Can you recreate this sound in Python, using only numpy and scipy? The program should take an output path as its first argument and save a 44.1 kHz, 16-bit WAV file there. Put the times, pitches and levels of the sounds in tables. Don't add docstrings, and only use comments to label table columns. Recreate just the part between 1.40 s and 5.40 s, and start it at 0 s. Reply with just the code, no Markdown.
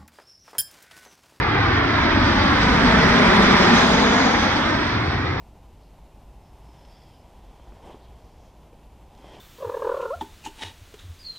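import sys
import numpy as np
from scipy import signal
from scipy.fft import rfft, irfft
from scipy.io import wavfile

SR = 44100
rng = np.random.default_rng(int(sys.argv[2]) if len(sys.argv) > 2 else 0)


def master(y):
    cut = np.clip(np.atleast_2d(y).T, -1, 1)
    pcm = np.round(cut * 32767)
    wavfile.write(sys.argv[1], SR, pcm.astype(np.int16))


N = 176400
T, HZ = np.arange(N) / SR, np.maximum(np.arange(N // 2 + 1) * SR / N, 1)

# f/Hz, level/dB
OVERHEAD_COLOUR = [(22, -64.5), (43, -49.5), (65, -45), (105, -41), (170, -43.5), (235, -42.5),
                   (300, -44.5), (400, -49.5), (520, -50.5), (720, -51.5), (950, -47.5), (1350, -48.5),
                   (2000, -49.5), (2400, -54), (2800, -62), (3500, -56.5), (4500, -62), (5500, -65),
                   (6500, -75), (7500, -83.5), (9000, -84.5), (11000, -98.5), (14000, -100.5),
                   (15500, -111)]
# t/s, level/dB against that colour
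DEEP_AIRFRAME = [(0, -8), (1.2, 1.5), (2.1, 3), (2.8, -5), (4, -10)]
JET_RUMBLE = [(0, -5), (0.3, -2), (1.3, -0.5), (2.1, -3), (2.8, -8.5), (3.4, -4), (3.8, -3.5), (4, -4.5)]
ROAR = [(0, -7), (0.3, -5), (0.7, -2.5), (1, -2.3), (1.5, -0.6), (2, 0.9), (2.4, 0), (2.8, -2), (3.2, -5),
        (3.5, -7), (4, -10)]
FLAP_ROAR = [(0, -7), (0.5, -5), (1, -4.5), (1.5, 0.5), (2, 2.3), (2.4, 0.5), (2.8, -1.5), (3.2, -5),
             (3.5, -8), (4, -9.5)]
AIRFRAME_RUSH = [(0, -6), (0.2, -4), (0.599, -4), (1, -4), (1.5, -1.5), (2, 0.5), (2.41, -0.2), (2.48, -3),
                 (2.848, -3.5), (3.25, -6), (3.652, -9.5), (4, -12)]
FAN_HISS = [(0, -10.5), (0.2, -7), (0.6, -6), (0.85, -3.5), (1.5, -1.7), (2.1, 0.3), (2.4, 1.9), (2.5, 0.2),
            (2.85, -2.5), (3.15, -3.5), (3.35, -7), (4, -14)]
CROSSOVERS = [68, 165, 340, 700, 2600]
# f/Hz, depth/dB
AIR_FLUTTER = [(60, 1.9), (230, -0.04), (1500, 0.43), (5000, 1.3), (10000, 2)]
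FLUTTER_PER_S, FLUTTER_SHARED = 17, 0.33
AIR_FROM_HZ, AIR_DB_PER_KHZ = 4050, 3
AIR_BEHIND_SHARE = 0.57


def flyover(source):
    spectrum = rfft(source) * from_db(at_hz(OVERHEAD_COLOUR, HZ))
    parts_db = [in_time(p) for p in (DEEP_AIRFRAME, JET_RUMBLE, ROAR, FLAP_ROAR, AIRFRAME_RUSH, FAN_HISS)]
    lag = in_time(ECHO_LAG)
    extra_path = (lag.max() / lag - 1) * np.interp(from_behind(), [0, 1], [1, AIR_BEHIND_SHARE])
    centres = np.geomspace(30, 15360, 28)
    out, shared = 0, drift(FLUTTER_PER_S)
    for hz, pick in zip(centres, np.eye(len(centres))):
        band = irfft(spectrum * np.interp(np.log(HZ), np.log(centres), pick), N)
        swell_db = parts_db[np.searchsorted(CROSSOVERS, hz)]
        air_db = AIR_DB_PER_KHZ * extra_path * max(hz - AIR_FROM_HZ, 0) / 1000
        flutter_db = at_hz(AIR_FLUTTER, hz) * (FLUTTER_SHARED * shared + drift(FLUTTER_PER_S))
        out = out + band * from_db(swell_db - air_db + flutter_db)
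    return out


# t/s, f/Hz
BLADE_RATE = [(0, 1662), (.4, 1650), (.95, 1590), (1.3, 1535), (1.6, 1468), (1.85, 1380), (2.17, 1303),
              (2.5, 1215), (2.75, 1170), (3, 1139), (3.3, 1114), (3.6, 1099), (4, 1109)]
# multiple of blade rate, level ahead/dB, level behind/dB
FAN_TONES = [(.982, 12, 3), (1.965, 15, 8), (2.93, 15, 4), (4, 18, 20), (4.99, 20, 23.5), (5.99, 25, 7),
             (7.04, 26, 18), (8.04, 21, 19)]
# level ahead/dB, level behind/dB
SECOND_ENGINE = [-2, -12]
SECOND_ENGINE_RATIO, PITCH_WANDER, TONE_FLUTTER_DB = .982, .0022, 3.3
SHADOW_DB = 12


def fan_whine():
    behind = from_behind()
    shadow_db = SHADOW_DB * beam(at_s=4.4, span_s=0.34)
    second_db = np.interp(behind, [0, 1], SECOND_ENGINE)
    out = 0
    for ratio, engine_db in ((1, 0), (SECOND_ENGINE_RATIO, second_db)):
        blade_hz = ratio * in_time(BLADE_RATE) * (1 + PITCH_WANDER * drift(29.6))
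        phase = 2 * np.pi * np.cumsum(blade_hz) / SR
        for multiple, ahead_db, behind_db in FAN_TONES:
            tone_db = engine_db + ahead_db + (behind_db - ahead_db) * behind - shadow_db
            flutter_db = TONE_FLUTTER_DB * drift(9)
            out = out + np.sqrt(2) * from_db(tone_db + flutter_db) * np.sin(multiple * phase)
    return out


def turbine_whine():
    phase = 5.66 * 2 * np.pi * np.cumsum(in_time(BLADE_RATE)) / SR
    tone = from_db(25) * noise_band(phase, width_hz=35)
    scattered = from_db(39) * noise_band(phase, width_hz=400)
    return beam(at_s=2.71, span_s=0.35) * (tone + scattered)


def combustors():
    centre_hz = 823.4
    rush = noise_band(2 * np.pi * centre_hz * T, width_hz=180)
    return from_db(27.5) * beam(at_s=2.76, span_s=0.4) * rush


# t/s, lag/ms
ECHO_LAG = [(0, 2.35), (.5, 2.87), (1, 3.45), (1.5, 4.5), (1.8, 4.88), (2.15, 5.15), (2.5, 4.78), (3, 3.7),
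            (3.5, 2.98), (4, 2.33)]
# f/Hz, level at a grazing angle/dB, level from overhead/dB
GROUND_REFLECTION = [(100, -4, -4.5), (330, -5, -0.5), (650, -6, -10), (1510, -8.5, -16.5),
                     (4000, -16.5, -20)]
ECHO_BEHIND_DB = -2.7


def ground_echo(direct):
    lag_s = in_time(ECHO_LAG) / 1000
    steep = ((lag_s - lag_s.min()) / np.ptp(lag_s)) ** 2
    grazing, overhead = (irfft(rfft(direct) * from_db(at_hz(GROUND_REFLECTION, HZ, k)), N) for k in (1, 2))
    reflected = ((1 - steep) * grazing + steep * overhead) * from_db(ECHO_BEHIND_DB * from_behind())
    return np.array([np.interp(T - lag_s, T, channel) for channel in reflected])


# t/s, level/dB
BACKGROUND = [(0, -60), (1, -57.5), (4, -71)]
# t/s, level/dB
RUSTLES = [(.087, -59), (.227, -59), (.378, -58)]


def near_hiss():
    rustles = sum(from_db(db) * beam(at_s, span_s=.014) for at_s, db in RUSTLES)
    hiss = signal.sosfilt(signal.butter(1, 5000, fs=SR, output="sos"), rng.standard_normal((2, N)))
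    return (from_db(in_time(BACKGROUND)) + rustles) * hiss


def from_behind():
    turn_at_s, turn_s = 1.62, 0.37
    return (1 + np.tanh((T - turn_at_s) / turn_s)) / 2


def beam(at_s, span_s):
    return np.exp(-((T - at_s) / span_s) ** 2 / 2)


def noise_band(phase, width_hz):
    return drift(width_hz) * np.cos(phase) + drift(width_hz) * np.sin(phase)


def drift(rate_hz):
    count = N // 16
    hz = np.arange(count // 2 + 1) * SR / N
    slow = irfft(rfft(rng.standard_normal(count)) / (1 + (hz / rate_hz) ** 2), count)
    return np.interp(np.linspace(0, count - 1, N), np.arange(count), slow / slow.std())


def from_db(db):
    return 10 ** (np.asarray(db) / 20)


def in_time(rows):
    return np.interp(T, *np.transpose(rows))


def at_hz(rows, hz, column=1):
    rows = np.array(rows)
    return np.interp(np.log(hz), np.log(rows[:, 0]), rows[:, column])


def scene():
    turbulence = rng.standard_normal((2, N)) * np.sqrt(SR / 2)
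    engines = np.array([combustors() + turbine_whine() + fan_whine() for _ in range(2)])
    direct = flyover(turbulence + engines)
    return direct + ground_echo(direct) + near_hiss()


# f/Hz, likeness/0-1, left lead/rad, left minus right level/dB
MIC_PAIR = [(60, 1.0, -0.06, 0.3), (247, 0.99, 0.4, -0.2), (332, 1, 0.9, -0.5), (585, 0.65, 1.13, 4.5),
            (750, 0.7, 0.43, 7.5), (1170, 0.95, 1.11, 1.5), (1360, 0.97, -1.1, -2.2),
            (1490, 0.43, 0.14, -5.5), (1880, 0.75, 1.34, -5.5), (2500, 0.28, 1.43, 2.5),
            (2800, 0.34, 0.2, -3.5), (3230, 0.96, 1.5, -8.5), (3960, 0.69, 2.5, -3), (4400, 0.67, 3.5, 3.5),
            (4470, 0.68, 2.5, 12), (5120, 0.17, 3, 0.5), (6400, 0.33, 4.5, 0.5), (6940, 0.76, 4, -1),
            (8300, 0.3, 5, -1.5), (10000, 0.12, 5.5, 0)]
CUTOFF_HZ = 15700


def record(dry):
    common, apart = rfft(dry)
    alike, lead, balance_db = (at_hz(MIC_PAIR, HZ, k) for k in (1, 2, 3))
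    alike = np.clip(alike, 0, .998)
    sides = np.array([[1], [-1]])
    power_share = 1 / (1 + from_db(-sides * balance_db) ** 2)
    blend = np.sqrt(1 + alike) * common + sides * np.sqrt(1 - alike) * apart
    pair = blend * np.sqrt(power_share) * np.exp(1j * sides * lead / 2)
    return signal.sosfilt(signal.cheby2(12, 70, CUTOFF_HZ, fs=SR, output="sos"), irfft(pair, N))


dry = scene()
out = record(dry)
master(out)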